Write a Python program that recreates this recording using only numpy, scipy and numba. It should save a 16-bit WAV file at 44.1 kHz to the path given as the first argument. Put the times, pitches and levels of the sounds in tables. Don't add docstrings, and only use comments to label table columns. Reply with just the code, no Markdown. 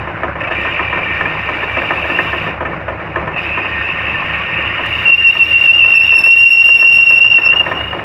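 import sys
import numpy as np
from scipy import signal
from scipy.fft import rfft, irfft, next_fast_len
from scipy.io import wavfile
from scipy.ndimage import uniform_filter1d, minimum_filter1d, map_coordinates
from numba import njit

SR = 44100
rng = np.random.default_rng(int(sys.argv[2]) if len(sys.argv) > 2 else 0)


def wav_out(sig):
    wavfile.write(sys.argv[1], SR, np.round(np.clip(np.atleast_2d(sig).T, -1, 1) * 32767).astype(np.int16))


def voltage_ratio(level):
    return 10 ** (np.asarray(level, float) / 20)


N = 354563

# time_s, level_db
SQUEAL_LEVEL = [(5.002, -13), (5.25, -11.5), (5.548, -15.5), (6.0, -11), (6.18, -10.5), (6.448, -6),
                (7.151, -9), (7.6, -12.5), (7.64, -27), (7.72, -40), (7.781, -38)]
# time_s, pitch_hz
SQUEAL_PITCH = [(5.05, 2780), (5.087, 2725), (5.115, 2770), (5.14, 2728), (5.185, 2790), (5.25, 2780),
                (5.283, 2722), (5.36, 2805), (5.425, 2705), (5.49, 2800), (5.565, 2740), (5.63, 2795),
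                (5.697, 2700), (5.775, 2820), (5.835, 2695), (5.92, 2760), (5.98, 2680), (6.08, 2770),
                (6.125, 2700), (6.16, 2735), (6.22, 2690), (6.3, 2745), (6.45, 2762), (6.54, 2728),
                 (6.73, 2772), (6.8, 2725), (6.92, 2762), (6.97, 2735), (7.04, 2765), (7.11, 2722),
                 (7.2, 2740), (7.29, 2785), (7.38, 2730), (7.475, 2705), (7.575, 2825), (7.65, 2775)]
# time_s, depth_db, width_ms
SQUEAL_DIPS = [(5.114, -8.5, 8.8), (5.169, -21, 18), (5.179, -9.5, 5.1), (5.18, -3, 68), (5.22, -26, 5.8),
                    (5.228, -4.5, 45), (5.319, -22, 11), (5.338, -10, 5.5), (5.355, -12, 61),
                    (5.358, -10.5, 5), (5.366, -14, 2.5), (5.385, -15, 12), (5.446, -2, 14), (5.462, -11.5, 6),
                    (5.479, -11.5, 9.5), (5.485, -8, 34), (5.505, -11, 14), (5.526, -20.5, 3.4),
                    (5.572, -3, 11), (5.592, -6, 11), (5.608, -17, 5.2), (5.634, -5, 12), (5.67, -16, 5.4),
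                    (5.727, -15, 11), (5.756, -5.5, 8.7), (5.778, -14.5, 4.7), (5.79, -19.5, 2.9),
                    (5.804, -17.5, 4.1), (5.845, -15.5, 2.4), (5.857, -14, 5.2), (5.877, -10, 9),
                    (5.899, -1.5, 15), (5.935, -12, 5.1), (5.949, -8, 7.7), (5.99, -8.5, 3.2),
                    (6.023, -6.5, 7), (6.043, -6.5, 5.5), (6.064, -21.5, 4.6), (6.072, -17.5, 5),
                    (6.075, -3.5, 52), (6.091, -15, 2.5), (6.104, -13.5, 2.8), (6.128, -5.5, 4),
                    (6.152, -2.5, 15), (6.176, -15.5, 6.7), (6.205, -6.5, 26),
                    (6.226, -20, 21), (6.358, -9, 17), (6.451, -1, 15), (6.501, -20, 11), (6.519, -7, 4.2),
                       (6.562, -6, 22), (6.592, -5, 9.6), (6.636, -11.5, 15), (6.667, -1.5, 4.8), (6.734, -2, 11),
                       (6.785, -13.5, 16), (6.838, -0.5, 18), (6.871, -4.5, 11), (6.916, -6, 26),
                       (6.945, -1, 7.7), (6.982, -8, 4.6), (7.015, -7.5, 17), (7.056, -14.5, 23),
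                       (7.087, -4.5, 20), (7.108, -6, 6), (7.119, -12.5, 6.7), (7.131, -6, 3.5),
                       (7.156, -15, 4.2), (7.166, -5.5, 4.4), (7.201, -11, 20), (7.242, -9.5, 4.5), (7.26, -8, 5),
                       (7.274, -22, 3.8), (7.28, -5, 5.4), (7.295, -13, 13), (7.309, -12, 4.6), (7.339, -10, 5.4),
                       (7.394, -22.5, 3.4), (7.41, -14.5, 19), (7.42, -5, 71), (7.431, -7, 3.9), (7.484, -22, 6),
                       (7.53, -12, 8), (7.548, -24.5, 10), (7.557, -19, 6.7), (7.565, -8.5, 73),
                       (7.583, -16, 4.9), (7.594, -13, 4.6), (7.626, -18, 15), (7.654, -13, 8.5),
                    (5.062, -5, 20), (5.236, -4.5, 25), (5.392, -7.5, 11), (5.453, -7.5, 15), (6.235, -3, 9.1),
               (6.489, -3, 30), (6.62, -1.5, 35), (6.77, -3, 32), (6.9, -2.5, 30), (7.44, -2.5, 32)]
# time_s, firm_grip_gain_db, blur (0-1)
RUNOUT = [
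    (5.0, 4, 0.07),
    (5.35, 2.5, 0.14),
    (5.7, 3.5, 0.1),
    (6.1, 0.5, 0.3),
    (6.3, -2, 0.13),
    (6.55, -2, 0.21),
    (7.0, -3, 0.17),
    (7.15, 1.5, 0.19),
    (7.55, 1, 0.14),
]
# time_s, level_db
SLAP_LEVEL = [
    (5.05, -58),
    (5.6, -56.5),
    (5.9, -48),
    (6.13, -45),
    (6.3, -36),
    (6.5, -35),
    (7.0, -38),
    (7.3, -45),
    (7.77, -63.5),
]
# time_s, change_db, width_ms
SLAP_SPELLS = [(5.09, 5, 40), (5.14, 7, 30), (5.285, 13, 55), (5.34, 6, 20), (5.435, 11.5, 45),
               (5.565, 2.5, 40), (5.71, 10.5, 50), (5.86, 3.5, 50), (5.965, 13, 35), (6.03, 7.5, 40),
               (6.185, 13.5, 70), (6.26, 3.5, 40), (6.35, -7, 15), (6.53, 0.5, 60), (6.73, -4, 25),
               (6.8, 0.5, 30), (6.87, 1, 30), (6.91, -4, 25), (6.97, 1.5, 25), (7.03, -0.5, 40),
               (7.1, 4, 30), (7.18, 5.5, 40), (7.24, -3, 20), (7.265, 5, 20), (7.36, 7.5, 60),
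               (7.47, 19, 40), (7.56, 7, 30), (7.61, 3, 30)]
# multiple, level_db
OVERTONES = [
    (3, -6),
    (4, -0.5),
    (5, -2),
]
# time_s, level_db
HARSHNESS = [
    (5.05, 4),
    (5.5, 2.5),
    (6.1, 0.5),
    (6.25, 2),
    (7.15, 0.5),
    (7.3, -4),
    (7.47, -6),
    (7.6, -3),
]
# time_s, bite_db, chip_heat_db
CUT_FORCE = [(0, -33, -85.5), (.39, -41, -92), (.41, -24, -72.5), (.9, -24.5, -77), (1.5, -25.5, -73),
             (2.2, -27, -67), (2.48, -26.5, -71), (2.58, -38.5, -89), (3.3, -37.5, -89.5),
             (3.38, -27, -72.5), (3.8, -24, -74.5), (4.8, -23, -74.5), (4.86, -24, -66),
             (5.5, -26.5, -57.5), (6.1, -28, -57.5), (6.35, -30, -57.5), (7.2, -33, -58.5),
             (8.04, -35, -73.5)]
# centre_hz, width_hz, level_db
BAR_MODES = [
    (1128, 190, -6.5),
    (1833.6, 56, 5),
    (2507, 530, -4),
    (2840, 140, -3),
    (2400, 2930, -6.5),
]
# centre_hz, width_hz, level_db
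CHIP_MODES = [
    (3702, 46, -4),
    (4500, 300, -20),
    (4910, 360, -18.5),
    (5450, 760, -24.5),
    (6540, 36, -32),
    (7370, 120, -26),
    (8090, 60, -31),
]
# pitch_hz, level_db (per Hz)
CHIP_BED = [(1710, -18), (2900, -1.5), (3100, -21), (3300, -15), (3710, -14), (4180, -27), (7410, -42.5),
            (9000, -50), (11700, -85), (19800, -120)]
# centre_hz, width_hz, level_db
SIZZLE_MODES = [(6370, 400, -5), (7170, 230, -2.5), (8050, 250, -6), (9720, 330, -3), (10440, 300, -4),
                (11350, 440, -8.5), (11950, 540, -4.5), (13000, 200, -14), (13600, 400, -4.5)]
# centre_hz, width_hz, level_db
TOP_MODES = [
    (14450, 200, 3),
    (14300, 1200, -6.5),
    (15400, 80, -4.5),
]
# time_s, depth_db, width_ms
SKIPS = [
    (.43, -18, 11),
    (.465, -10.5, 18),
    (.5, -15, 18),
    (.545, -5, 11),
    (3.357, -14, 12),
]
# time_s, level_db
CHIP_SNAP = [
    (4.8635, -24),
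]
# time_s, centre_hz, level_db
TIP_RINGING = [
    [(.4, 2630, -21), (.6, 2637, -30), (1, 2622, -28), (1.58, 2675, -27.5), (1.95, 2698, -20.5),
     (2.4, 2712, -25), (2.53, 2560, -28)],
    [(3.33, 2620, -19), (3.4, 2582, -19.5), (3.75, 2616, -24), (4, 2690, -19), (4.3, 2636, -24.5),
     (4.55, 2690, -21), (4.8, 2787, -18.5), (5.04, 2776, -18.5)],
    [(7.66, 2830, -30), (7.72, 2840, -20), (7.8, 2865, -21), (7.89, 2853, -22), (8.04, 2840, -32)],
]
# wide_band_share, burst_depth_db, burst_time_s
TIP_KIND = [
    (1.5, 3.5, 0.0037),
    (1.5, -0.4, .012),
    (0.23, 3.5, 0.017),
]
# start_s, peak_db, pitch_hz
GRABS = [(0.4124, -16, 2510), (0.443, -9.5, 2310), (0.4747, -14, 2650), (0.5176, -15, 2600),
         (0.564, -4, 2380), (0.686, -12, 2370), (1.0833, -13, 2310), (1.1202, -6.5, 2390),
         (1.2547, -12, 2410), (1.6859, -12, 2350), (1.7653, -9.5, 2600), (1.9716, -4, 2640),
         (2.1134, -11, 2690), (2.1469, -4.5, 2740), (2.302, -19, 2670), (2.6597, -16, 2640),
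         (2.8855, -24, 2390), (3.1576, -23, 2370), (3.34, -18, 2660), (3.386, -14, 2580),
         (3.5129, -8, 2610), (3.6022, -11, 2430), (3.7923, -10.5, 2700), (3.8992, -10, 2650),
         (4.0215, -16, 2680), (4.131, -16, 2570), (4.2905, -13, 2570), (4.8554, -11, 2830),
         (4.981, -8, 2830), (5.0533, 0, 2780)]
# start_s, peak_db
BAR_JOLTS = [(0.4067, -19), (0.5107, -10), (1.0615, -18), (1.207, -13), (1.254, -18), (1.445, -16),
             (1.627, -12), (1.7654, -20), (1.906, -11), (2.0427, -21), (2.0975, -12), (2.188, -15),
             (2.4646, -13), (2.6547, -14), (2.8827, -13), (3.1612, -18), (3.273, -12), (4.1414, -5),
             (4.224, -17), (4.293, -18), (6.8207, -12.5), (7.3802, -14), (7.5276, -21), (7.662, -17),
             (7.7137, -13), (7.991, -22)]
# time_s, pitch_hz, level_db
SHANK_HUM = [
    (.5, 2370, -36),
    (.56, 2370, -28),
    (1.15, 2365, -25.5),
    (1.3, 2330, -32),
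    (1.75, 2330, -27),
    (2.0, 2370, -28),
    (2.5, 2310, -35),
]
# time_s, level_db
HOLDER_WHISTLE = [
    (3.37, -56),
    (3.6, -60),
    (3.8, -62.5),
    (4.4, -67),
]
# start_s, peak_db, thud_db, ring_db
LIGHT_KNOCKS = [(.232, -4, 0, -9), (.354, -10, -1, -6), (.508, -6.5, 3, -6), (.648, -3.5, -15, -8),
                (.793, -2.5, -4, -9), (.927, -3.5, -11, -8), (1.207, -1.5, -18, -10),
                (1.323, -20, -11, -22), (1.487, -3.5, -7, -9), (1.628, -6, -19, -7), (1.766, -2.5, -3, -11),
                (1.907, -3.5, 1, -4.5), (2.046, -7, -1, -17), (2.187, -3.5, -1, -4),
                (2.329, -5.5, 0.5, -3.5), (2.463, -6.5, -2.5, -12), (2.606, -5.5, 0, -13),
                (2.718, -17, -13, 3), (2.881, -4, -1.5, -8.5), (2.998, -18.5, -14, 5),
                (3.158, -3, 0.5, -9.5), (3.273, -5.5, -2.5, -19), (3.573, -3, -6.5, -17),
                (4.221, -8.5, -20, -12), (4.791, -7.5, -1.5, -17)]
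# start_s, peak_db
LOADED_KNOCKS = [(5.352, -9.5), (5.843, -6.5), (6.121, -5.5), (6.26, -5), (6.403, -14), (6.687, -5),
                 (6.823, -3), (7.102, -5.5), (7.243, -7), (7.381, -3), (7.528, -3.5), (7.664, -3),
                 (7.805, -14), (7.928, -7)]
# start_s, peak_db
REBOUNDS = [(.071, -9), (.565, -22), (.972, -5.5), (1.141, -12), (1.254, -5.5), (1.819, -8), (1.981, -12.5),
            (2.095, -5), (2.652, -5), (3.226, -13), (3.646, -9), (4.074, -11), (4.756, -23), (6.17, -9.5),
            (7.459, -7), (7.6, -6.5), (7.712, -1.5), (7.99, -10)]
# start_s, peak_db
PINGS = [
    (1.061, -12),
    (3.889, -13.5),
    (4.001, -13.5),
    (4.141, -16.5),
    (4.606, -16.5),
    (5.03, -15),
]
# pitch_hz, level_db, t60_s
CASING_MODES = [(346.7, -12.5, 0.33), (527, -11.5, 0.19), (653, -4.5, 0.11), (722, -13, 0.17),
                (976, 3.5, 0.13), (1049, 3.5, 0.18), (1253, 5.5, 0.11), (1465, -8, 0.14), (1480, -1, 0.012),
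                (1803, 7.5, 0.072), (2320, -4, 0.063)]
# start_s, peak_db
CRACKS = [(0.2325, -14), (0.511, -7), (.649, -17), (1.209, -4), (1.2554, -2), (1.765, -10), (1.818, -4.5),
          (1.906, -2), (2.042, -7), (2.188, -3), (2.652, -8), (2.881, -21), (3.158, -7), (7.662, -8),
          (7.713, -7), (.928, -11), (6.263, -11), (6.69, -6), (6.826, -10), (7.104, -9), (7.93, -24),
          (7.993, -18)]
# pitch_hz, level_db, t60_s
TOOTH_MODES = [
    (1690, 0, 0.018),
    (2320, -7.5, 0.019),
    (912, -6.5, 0.013),
    (567, -13, 0.05),
]
# pitch_hz, level_db, upper_sideband_share, lower_sideband_share (belt sidebands)
MOTOR_LINES = [
    (71.2, -36, 0.58, 0.12),
    (101.6, -37, .05, .05),
    (108.6, -44, 0.37, .1),
    (110.8, -48, 0.39, 0.55),
]
# time_s, level_db
RUMBLE_LEVEL = [(0, -23.5), (1, -27.5), (2, -24.5), (2.6, -25.5), (3.3, -25), (3.8, -30), (5, -31),
                (6, -27.5), (7.4, -27), (7.7, -24), (8.04, -28)]
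# pitch_hz, level_db (per Hz)
RUMBLE_COLOUR = [(20, -14), (52, -20), (62, -12), (90, -12), (170, -10.5), (240, -17.5), (400, -15),
                 (560, -10), (1600, -12.5), (2310, -17.5), (2900, -30), (3300, -42), (9000, -70.5),
                 (16000, -100)]
# centre_hz, width_hz, level_db
GEAR_MODES = [
    (115, 25, -38),
    (157.3, 11, -29.5),
    (176.9, 7.3, -32),
    (210, 30, -39),
    (328, 82, -37.5),
    (564, 92, -37.5),
    (1030, 22, -35.5),
    (1760, 56, -41),
]


def unit(x):
    return x / np.sqrt(np.mean(x ** 2) + 1e-20)


def along(points, hz):
    f, v = np.transpose(points)
    return np.interp(np.log(hz + 1), np.log(f + 1), v, left=-120, right=-120)


def curves(rows):
    s, *cols = np.transpose(rows)
    return [np.interp(np.arange(N) / SR, s, c) for c in cols]


def during(rows, fade):
    t = np.arange(N) / SR
    fade_in = np.clip((t - rows[0][0]) / fade, 0, 1)
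    fade_out = np.clip((rows[-1][0] + fade - t) / fade, 0, 1)
    return fade_in * fade_out


def dips(rows):
    t = np.arange(N) / SR
    return sum(depth * np.exp(-(np.where(t > s, 2600, 1700) * (t - s) / ms) ** 2) for s, depth, ms in rows)


def wobble(rate):
    knots = rng.standard_normal(int(N * rate / SR) + 4)
    return map_coordinates(knots, [np.arange(N) * rate / SR])


def smear(rate):
    return wobble(rate) + 1j * wobble(rate)


def humps(peaks, hz):
    return np.sqrt(sum(voltage_ratio(2 * db) / (1 + (2 * (hz - c) / w) ** 2) ** 2 for c, w, db in peaks))


def hiss(gain, patchy_db, grain_db):
    grain = np.pad(voltage_ratio(grain_db * wobble(300)), (0, 512))
    _, _, z = signal.stft(rng.standard_normal(N + 512) * grain, SR, nperseg=512)
    field = uniform_filter1d(rng.standard_normal(z.shape), 5, 0)
    field = uniform_filter1d(field, 6, 1)
    patchy = signal.istft(z * voltage_ratio(patchy_db * unit(field)), SR, nperseg=512)[1][:N]
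    m = next_fast_len(N + 8192)
    colour = gain(np.fft.rfftfreq(m, 1 / SR))
    return unit(irfft(rfft(patchy, m) * colour, m)[:N])


def rings(rows, attack_s, t60, lift_db):
    out, t = np.zeros(N + SR), np.arange(SR // 5) / SR
    for s, db, hz in rows:
        drift = np.cumsum(uniform_filter1d(rng.standard_normal(len(t)), size=300)) * 0.0067
        envelope = voltage_ratio(db + lift_db - 60 * t / t60) * (1 - np.exp(-t / attack_s))
        out[round(s * SR):][:len(t)] += envelope * np.sin(2 * np.pi * hz * t + drift)
    return out[:N]


def squeal():
    lock_s, runout_hz, firm_s = 5.047, 7.165, 5.42
    (db,), (second_db,) = curves(SQUEAL_LEVEL), curves(SLAP_LEVEL)
    second_db = second_db + dips(SLAP_SPELLS)
    hz = uniform_filter1d(curves(SQUEAL_PITCH)[0], size=700)
    grip_db, blur = curves(RUNOUT)
    firm = np.cos(2 * np.pi * runout_hz * (np.arange(N) / SR - firm_s))
    db = db + grip_db * firm
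    high_db = curves(HARSHNESS)[0] - 14
    slip_db = dips(SQUEAL_DIPS)

    rough = np.clip(blur - 0.015 * (db + slip_db + 2.5), 0, 1)
    spin = np.exp(2j * np.pi * np.cumsum(hz + 6 * wobble(45) + 25 * rough * wobble(60)) / SR)
    level = voltage_ratio(db + 14.5 + slip_db) * during([[lock_s], SQUEAL_LEVEL[-1]], 0.025)
    flutter = 1 + 0.63 * rough * wobble(170)
    flutter = flutter + 0.12 * smear(45) + 0.054 * smear(350) + 0.0058 * smear(1000)
    tone = np.exp(1.4j * rough * wobble(170)) * flutter * spin

    firm_hz = uniform_filter1d(minimum_filter1d(hz, size=5000), size=3000)
    slap_hz = 0.49 * (hz - firm_hz) + firm_hz + 6 + 4 * wobble(30) + 7 * wobble(220)
    slap_spin = np.exp(2j * np.pi * np.cumsum(slap_hz) / SR)
    second = voltage_ratio(second_db + 0.68 * wobble(30)) * (1 + 0.61 * smear(120)) * slap_spin ** 2
    high = sum(voltage_ratio(k_db + 2.2 * wobble(35)) * (1 + 0.6 * smear(260)) * slap_spin ** k for k, k_db in OVERTONES)
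    high = voltage_ratio(second_db + high_db + .15 * slip_db) * high
    slaps = voltage_ratio(10.0 + .15 * slip_db) * (second + high)
    return np.real(level * tone + during(SLAP_LEVEL, .03) * slaps)


def cut():
    rasp_db, sizzle_db = curves(CUT_FORCE)
    bite_db, heat_db = rasp_db + 24, sizzle_db + 75
    chip_db = -46.5 + 0.3 * bite_db + 0.57 * heat_db
    bite = voltage_ratio(dips(SKIPS) + 0.3 * wobble(28) + 0.73 * wobble(6.9))

    def bar_colour(hz):
        return humps(BAR_MODES, hz) / (1 + (hz / 3000) ** 24)

    def chip_colour(hz):
        return np.hypot(0.6 * humps(CHIP_MODES, hz), voltage_ratio(along(CHIP_BED, hz)))

    def sizzle_colour(hz):
        return np.hypot(humps(SIZZLE_MODES, hz), 0.13 * (hz > 5500))

    rasp = voltage_ratio(rasp_db + 3.5) * hiss(bar_colour, patchy_db=2.0, grain_db=-1)
    chips = voltage_ratio(chip_db + 9.0) * hiss(chip_colour, patchy_db=1.5, grain_db=2.0)
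    sizzle = voltage_ratio(sizzle_db + 8.5) * hiss(sizzle_colour, patchy_db=-2.0, grain_db=1.0)
    top_level = np.hypot(voltage_ratio(-71.5 + 1.05 * heat_db), voltage_ratio(-79))
    top = top_level * hiss(lambda hz: humps(TOP_MODES, hz), patchy_db=0.5, grain_db=-2.0)
    snap = np.zeros(N)
    for s, db in CHIP_SNAP:
        snap[round(s * SR):][:5] = voltage_ratio(db) * np.array([1, .7, -.3, -.8, -.5])
    return bite * (rasp + chips + sizzle + top) + snap


def tip():
    burst_hz = 28.6
    t = np.arange(N) / SR
    out = np.zeros(N)
    for rows, (wide, depth_db, burst_s) in zip(TIP_RINGING, TIP_KIND):
        hz, db = curves(rows)
        bursts = voltage_ratio(depth_db * np.cos(2 * np.pi * burst_hz * (t - burst_s)) + 2.7 * wobble(30))
        spin = np.exp(2j * np.pi * np.cumsum(hz) / SR)
        band = unit(np.real((smear(95) + wide * smear(420)) * spin))
        out += during(rows, 0.016) * voltage_ratio(db - 2.5) * bursts * band
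    low_pass = signal.butter(10, 2970, fs=SR, output="sos")
    return signal.sosfiltfilt(low_pass, out) * voltage_ratio(dips(SKIPS))


def grabs():
    tip_rings = rings(GRABS, attack_s=.005, t60=0.08, lift_db=-1.0)
    bar_rings = rings([(*row, 1787) for row in BAR_JOLTS], attack_s=.004, t60=.12, lift_db=-2.0)
    return tip_rings + bar_rings


def shank():
    hz, db = curves(SHANK_HUM)
    band = unit(np.real(smear(110) * np.exp(2j * np.pi * np.cumsum(hz) / SR)))
    return during(SHANK_HUM, .03) * voltage_ratio(db + 0.73 * wobble(25)) * band


def holder():
    whistle_hz = 4930
    band = unit(np.real(smear(90) * np.exp(2j * np.pi * whistle_hz * np.arange(N) / SR)))
    return during(HOLDER_WHISTLE, .02) * voltage_ratio(curves(HOLDER_WHISTLE)[0] + 2.5 * wobble(25)) * band


def knocks():
    out, t = np.zeros(N + SR), np.arange(SR // 3) / SR
    blows = LIGHT_KNOCKS + [(*row, -3.5, -9.5) for row in LOADED_KNOCKS]
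    blows = blows + [(*row, -3.5, -12) for row in REBOUNDS] + [(*row, -20, 4.5) for row in PINGS]
    for s, db, thud_db, ring_db in blows:
        ring = 0
        for hz, level, t60 in CASING_MODES:
            loud, detune, phase = rng.standard_normal(3)
            blow_db = np.interp(hz, [686, 900, 1730, 1848], [thud_db + 11.5, 0, 0, ring_db + 14.0])
            decay = voltage_ratio(level + 0.95 * loud + blow_db - 60 * t / t60)
            ring = ring + decay * np.sin(2 * np.pi * (hz * (1 + 0.0088 * detune) * t + phase))
        rattle = (4.3 * voltage_ratio(-60 * t / 0.14) + 1.7 * voltage_ratio(-60 * t / 0.02)) * rng.standard_normal(len(t))
        rattle += 5 * voltage_ratio(-60 * t / 0.47) * uniform_filter1d(rng.standard_normal(len(t)), size=22)
        attack = 1 - np.exp(-t / 0.00074)
        out[round(s * SR):][:len(t)] += voltage_ratio(db - 19.5) * attack * (ring + rattle)
    soft = signal.butter(8, [250, 2700], "band", fs=SR, output="sos")
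    edge = signal.butter(2, [2500, 6000], "band", fs=SR, output="sos")
    return signal.sosfilt(soft, out[:N]) + voltage_ratio(-37.0) * signal.sosfilt(edge, out[:N])


def cracks():
    out, t = np.zeros(N + SR), np.arange(SR // 20) / SR
    shape = sum(voltage_ratio(db - 60 * t / t60) * np.sin(2 * np.pi * hz * t) for hz, db, t60 in TOOTH_MODES)
    shape = shape * (1 - np.exp(-t / 0.00076))
    for s, db in CRACKS:
        out[round(s * SR):][:len(t)] += voltage_ratio(db) * shape
    return out[:N]


def drive():
    belt_hz, throb_s = 3.45, .01
    t = np.arange(N) / SR
    belt = np.exp(2j * np.pi * belt_hz * (t - throb_s))
    hum = np.zeros(N)
    for hz, db, up, down in MOTOR_LINES:
        line = np.exp(2j * np.pi * hz * t + .3j * wobble(3.3))
        throb = 1 + up * belt + down / belt
        hum += voltage_ratio(db + 3.0 + 0.35 * wobble(2.6)) * np.real(line * throb)
    casing = voltage_ratio(-31.5) * hiss(lambda hz: humps(GEAR_MODES, hz), patchy_db=1.5, grain_db=5.5)
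    shop = hiss(lambda hz: voltage_ratio(along(RUMBLE_COLOUR, hz)), patchy_db=2.0, grain_db=2.5)
    shop = voltage_ratio(curves(RUMBLE_LEVEL)[0]) * shop
    return hum + voltage_ratio(0.86 * wobble(14)) * (casing + shop)


def scene():
    cutting = squeal() + cut() + tip() + grabs() + shank() + holder()
    lathe = knocks() + cracks() + drive()
    return (cutting + lathe)[None]


@njit
def recover(need, step):
    gain = need.copy()
    for i in range(1, len(gain)):
        gain[i] = min(need[i], gain[i - 1] + step * (1 - gain[i - 1]))
    return gain


def band_limit(x):
    return signal.sosfilt(signal.butter(12, 15920, fs=SR, output="sos"), x)


def record(dry):
    ceiling, release_s = .985, .1
    need = np.minimum(1, ceiling / (np.abs(dry[0]) + 1e-9))
    gain = recover(minimum_filter1d(need, size=1100), 1 / (release_s * SR))
    band = signal.ellip(10, .1, 60, 15450, fs=SR, output="sos")
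    heard = signal.sosfiltfilt(band, dry * uniform_filter1d(gain, size=250))
    return band_limit(heard)


dry = scene()
out = record(dry)
wav_out(out)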